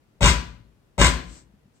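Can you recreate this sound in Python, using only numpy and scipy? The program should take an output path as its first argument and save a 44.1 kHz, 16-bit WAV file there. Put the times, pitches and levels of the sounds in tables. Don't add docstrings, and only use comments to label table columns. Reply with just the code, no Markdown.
import sys
import numpy as np
from scipy import signal
from scipy.fft import rfft, irfft, next_fast_len
from scipy.io import wavfile
from scipy.ndimage import uniform_filter1d

SR = 44100
rng = np.random.default_rng(int(sys.argv[2]) if len(sys.argv) > 2 else 0)


def materialize(psi):
    bounded = np.clip(np.atleast_2d(psi).T, -1, 1)
    quanta = np.round(bounded * 32767).astype(np.int16)
    wavfile.write(sys.argv[1], SR, quanta)


def attenuation_scalar(level_db):
    decades = np.asarray(level_db, float) / 20
    return 10 ** decades


N = 79380

# start_s, boom_db, knock_db, rattle_db
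BLOWS = [
    (0.2077, 0.5, 1.5, 3.5),
    (.9800, -1, 3, 3),
]
# pitch_hz, left_db, right_db, t60_s, lag_ms
FLOOR_MODES = [(46.3, -9.5, -16.5, .25, 6.5), (52.54, -26, -36.5, .9, 1.84), (58.18, -6, -11, 0.42, -0.4),
               (68.8, -15, -17.5, .42, -1.5), (70.5, -14.5, -22, 0.37, 3.2),
               (74.4, -36.5, -20.5, 0.27, -4.0), (79.05, -16.5, -23, .25, -0.6),
               (98.8, -11.5, -15, .24, 3.34), (111.1, -11, -16.5, .26, 2.97), (129, -21, -24.5, .35, 1.77),
               (144, -16.5, -34.5, 0.38, 1.85), (165.36, -20, -17.5, 0.42, 4), (186.4, -13, -20, 0.23, 4.4),
               (237.5, -29.5, -32, 0.5, 1.6)]
# pitch_hz, level_db, t60_s
WOOD_MODES = [(245, -8.5, 0.11), (383, -12, 0.16), (564.6, 0, .07), (583, 0, 0.27), (707, -0.5, 0.067),
              (811, -5.5, 0.15), (910, 0.5, 0.09), (1280, -7, 0.017), (2000, -3.5, 0.033), (2600, -13, .02)]
# pitch_hz, level_db, t60_s
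METAL_MODES = [(1179, -10, .05), (1475, -10, .05), (1607, -13, .05), (1664, -12, .05), (1912, -9, .05),
               (2041, -9, .05), (2121, -9, .05), (2467, -8, .06), (2955, -9, .05), (4447, -13, .04)]
# start_s, level_db
CLACKS = [(0.229, -3), (0.242, -13), (0.26, -0.5), (0.273, -17.5), (0.293, -35), (0.308, -13.5),
          (0.997, -10), (1.015, 7), (1.033, -4), (1.046, -1.5), (1.066, -6), (1.081, -7)]
# freq_hz, level_db
CLATTER_TONE = [(300, -3.5), (700, -7.5), (1500, -1), (3000, -2.5), (5000, -8), (6500, -8.5), (7800, -6),
                (16000, -15.5)]
# start_s, pitch_hz, level_db, t60_s
PANEL_RINGS = [(.244, 981.4, -8, 0.23), (.256, 986, 0, .28), (0.261, 1060, -6, .1),
               (0.276, 1001, -3, 0.091), (1.017, 1030, -0.5, 0.2), (1.014, 1100, 1, .09),
               (1.015, 1698, -2, 0.11), (1.016, 1931, -6, 0.056), (1.047, 995, -3, .2)]
# freq_hz, t60_s
ROOM_T60 = [(60, 1), (250, 0.69), (700, 0.44), (2000, 0.44), (5000, 0.42), (9000, 0.25), (14000, 0.47)]
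# loudest_s, rise_s, fall_s, level_db
SLIDES = [
    (1.358, 0.092, .06, -48.5),
    (1.77, 0.03, .03, -67),
]
# freq_hz, level_db
SLIDE_TONE = [(500, -7.5), (3000, -13.5), (5500, -8.5), (6800, -8.5), (7900, -2.5), (9000, -9.5),
              (16000, -14)]
# start_s, level_db, pitch_hz
SHUFFLES = [
    (0.883, -74, 122.5),
    (1.494, -58, 190),
    (1.539, -54, 203),
    (1.656, -55, 192.3),
    (1.678, -60.5, 240),
]
# freq_hz, level_db
RUMBLE_TONE = [(15, -49.5), (25, -23), (37, -2.5), (140, 1.5), (183, -2), (445, -8.5), (552, -11.5),
               (722, -15), (15500, -38)]
# freq_hz, level_db
MIC_RESPONSE = [(25, -11), (42, -0.5), (8500, -1), (9300, -18), (9700, -57), (11300, -68.5), (11700, -20.5),
                (15000, -18), (15750, -29)]

BOOM_RISE_S, BOOM_DB = 0.025, 4.5
KNOCK_DB, PUSH_S, TICK_DB = -27, 0.00044, -38.5
BOUNCE_S, BOUNCE_DB = 0.016, 0
CLACK_DB, CLACK_S = 6, 0.0015
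CHATTER_PER_S, CHATTER_SPREAD_DB = 9000, 1.5
ATTACK_S, HOLD_S, RELEASE_T60_S, RATTLE_START = 0.041, 0.048, 0.15, 0.04
CLATTER_DB, RATTLE_PAN_DB = -15.5, 5.5
RING_DB, RING_SCATTER_DB, RING_LATE_S = -30, 2.0, 0.036
PANEL_DB = -23.5
SCATTER_S, SCATTER_ALIKE_HZ = 0.0015, 600
ROOM_DB, ROOM_BOOM_DB, ROOM_RISE_S = -9, -15, 0.008
SHUFFLE_T60_S = 0.09
AIR_DB, AIR_ALIKE_HZ, AIR_PAN_DB, AIR_FLICKER_DB = -63, 500, 2.5, 2.5
LIMIT = 1.2


def colour(x, points):
    p = np.array(points, float)
    size = next_fast_len(x.shape[-1] + 4096)
    hz = np.arange(size // 2 + 1) * SR / size + 1
    gain = attenuation_scalar(np.interp(np.log(hz), np.log(p[:, 0]), p[:, 1]))
    return irfft(rfft(x, size) * gain, size)[..., :x.shape[-1]]


def level(x, db):
    power = np.mean(np.atleast_2d(x) ** 2, 0)
    return x * attenuation_scalar(db) / np.sqrt(uniform_filter1d(power, SR // 10).max())


def decay(seconds, t60):
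    return np.exp(-np.log(1000) * seconds / t60)


def ring(x, hz, t60):
    r = np.exp(-np.log(1000) / (t60 * SR))
    turn = 2 * np.pi * hz / SR
    return signal.lfilter([np.sin(turn)], [1, -2 * r * np.cos(turn), r * r], x)


def pan(db):
    return attenuation_scalar(np.array([[db / 2], [-db / 2]]))


def spikes(times, sizes):
    out = np.zeros(N)
    at = np.clip((np.asarray(times) * SR).astype(int), 0, N - 1)
    np.add.at(out, at, sizes)
    return out


def air():
    mid, side = rng.standard_normal((2, N))
    side = colour(side, [(60, -7), (AIR_ALIKE_HZ, -4), (1400, 0)])
    rumble = colour(np.array([mid + side, mid - side]), RUMBLE_TONE)
    for hz in (60, 120, 240, 480):
        steps = np.repeat(rng.standard_normal(N // 2000 + 1), 2000)[:N]
        walk = uniform_filter1d(steps, 2000)
        band = colour(rumble, [(hz / 2, -40), (hz, 0), (hz * 2, -40)])
        rumble = rumble + band * (attenuation_scalar(AIR_FLICKER_DB * walk) - 1)
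    return rumble / rumble.std() * attenuation_scalar(AIR_DB) * pan(AIR_PAN_DB)


def knock():
    hits = spikes([b[0] for b in BLOWS], [attenuation_scalar(b[2]) for b in BLOWS])
    bounce = attenuation_scalar(BOUNCE_DB) * np.roll(hits, int(BOUNCE_S * SR))
    push = np.convolve(hits + bounce, np.hanning(int(PUSH_S * SR) + 3))[:N]
    wood = 0
    for k, (hz, db, t60) in enumerate(WOOD_MODES):
        wood = wood + (-1) ** k * attenuation_scalar(db) * ring(push, hz, t60)
    grit = rng.standard_normal(400) * np.exp(-np.arange(400) / 60)
    tick = np.convolve(hits, grit)[:N]
    return level(wood, KNOCK_DB) + attenuation_scalar(TICK_DB) * 4 * tick


def boom(t):
    out = np.zeros((2, N))
    for at, blow_db, _, _ in BLOWS:
        u = np.maximum(t - at, 0)
        rise = 1 - np.exp(-(u / BOOM_RISE_S) ** 2)
        for hz, left_db, right_db, t60, lag_ms in FLOOR_MODES:
            swing = np.sin(2 * np.pi * hz * (u - lag_ms / 1000)) * decay(u, t60)
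            gains = attenuation_scalar(np.array([[left_db], [right_db]]) + blow_db + BOOM_DB)
            out += gains * swing * rise
    return out


def rattle(t):
    clacks = spikes([c[0] for c in CLACKS], attenuation_scalar(np.array(CLACKS)[:, 1] + CLACK_DB))
    puff = 1 + np.convolve(clacks, np.exp(-np.arange(900) / (CLACK_S * SR)))[:N]
    clatter, rung = 0, 0
    for at, _, _, blow_db in BLOWS:
        u = t - at
        attack = (RATTLE_START + np.clip(u / ATTACK_S, 0, 1)) * (u > 0)
        env = attack * decay(np.maximum(u - ATTACK_S - HOLD_S, 0), RELEASE_T60_S)
        contacts = rng.random(N) < CHATTER_PER_S / SR
        spread = attenuation_scalar(CHATTER_SPREAD_DB * rng.exponential(size=N))
        chatter = contacts * rng.standard_normal(N) * spread
        shake = chatter * puff * env * attenuation_scalar(blow_db)
        clatter = clatter + shake
        late = shake * np.clip(u / RING_LATE_S, 0, 1) ** 2
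        luck = rng.standard_normal(len(METAL_MODES))
        for k, (hz, db, t60) in enumerate(METAL_MODES):
            gain = attenuation_scalar(db + RING_SCATTER_DB * luck[k]) / np.sqrt(t60)
            rung = rung + gain * ring(late, hz, t60)
    return level(colour(clatter, CLATTER_TONE), CLATTER_DB) + level(rung, RING_DB)


def panel():
    steel = 0
    for at, hz, db, t60 in PANEL_RINGS:
        steel = steel + attenuation_scalar(db) * ring(spikes([at], [1.0]), hz, t60)
    return level(steel, PANEL_DB)


def scatter(x):
    echoes = rng.standard_normal((2, 1500)) * np.exp(-np.arange(1500) / (SCATTER_S * SR))
    spectrum = rfft(echoes)
    flat = irfft(spectrum / np.abs(spectrum))[:, :900]
    own = signal.fftconvolve(x[None], flat, axes=1)[:, :N]
    return own + colour(x - own, [(SCATTER_ALIKE_HZ, 0), (SCATTER_ALIKE_HZ * 3, -40)])


def room(x):
    t = np.arange(SR) / SR
    p = np.array(ROOM_T60)
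    tail = 0
    for hz in 45 * 2 ** np.arange(0, 8.6, 0.5):
        sos = signal.butter(2, [hz / 1.19, hz * 1.19], "band", fs=SR, output="sos")
        band = signal.sosfilt(sos, rng.standard_normal((2, SR)))
        t60 = np.interp(np.log(hz), np.log(p[:, 0]), p[:, 1])
        tail = tail + band * attenuation_scalar(-60 * t / t60)
    tail[1] += colour(tail[0] - tail[1], [(150, -2), (900, -20)])
    tail = tail * (1 - np.exp(-t / ROOM_RISE_S))
    tail = tail / np.sqrt(np.sum(tail ** 2) / 2)
    return signal.fftconvolve(x[None], tail, axes=1)[:, :N]


def hand(t):
    env, low = 0, 0
    for at, rise, fall, db in SLIDES:
        env = env + attenuation_scalar(db) * np.exp(-((t - at) / np.where(t < at, rise, fall)) ** 2)
    hiss = colour(rng.standard_normal((2, N)), SLIDE_TONE)
    for at, db, hz in SHUFFLES:
        low = low + attenuation_scalar(db) * ring(spikes([at], [1.0]), hz, SHUFFLE_T60_S)
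    return env * hiss / hiss.std() * pan(4.6) + 2 * low * pan(2.6)


def scene():
    t = np.arange(N) / SR
    rumble = air()
    near = knock() + rattle(t)
    low, steel = boom(t), panel()
    upper_boom = attenuation_scalar(ROOM_BOOM_DB) * colour(low[0], [(75, -22.5), (110, 0)])
    tail = attenuation_scalar(ROOM_DB) * room(near + steel + upper_boom)
    loud = low + (scatter(near) + steel + tail) * pan(RATTLE_PAN_DB)
    rounded = LIMIT * np.tanh(loud / LIMIT)
    return colour(rounded + hand(t), MIC_RESPONSE) + rumble


def roll_off(x):
    return signal.sosfilt(signal.butter(12, 15760, fs=SR, output="sos"), x)


def record(dry):
    hole = signal.butter(8, (9300, 11550), "band", fs=SR, output="sos")
    bright = colour(dry[0], [(3000, -60), (5000, 0)])
    is_bright = uniform_filter1d(bright ** 2, 1024) > attenuation_scalar(2 * -60)
    fade = uniform_filter1d(1.0 * is_bright, 256)
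    mix = dry - fade * signal.sosfiltfilt(hole, dry)
    return roll_off(mix)


dry = scene()
out = record(dry)
materialize(out)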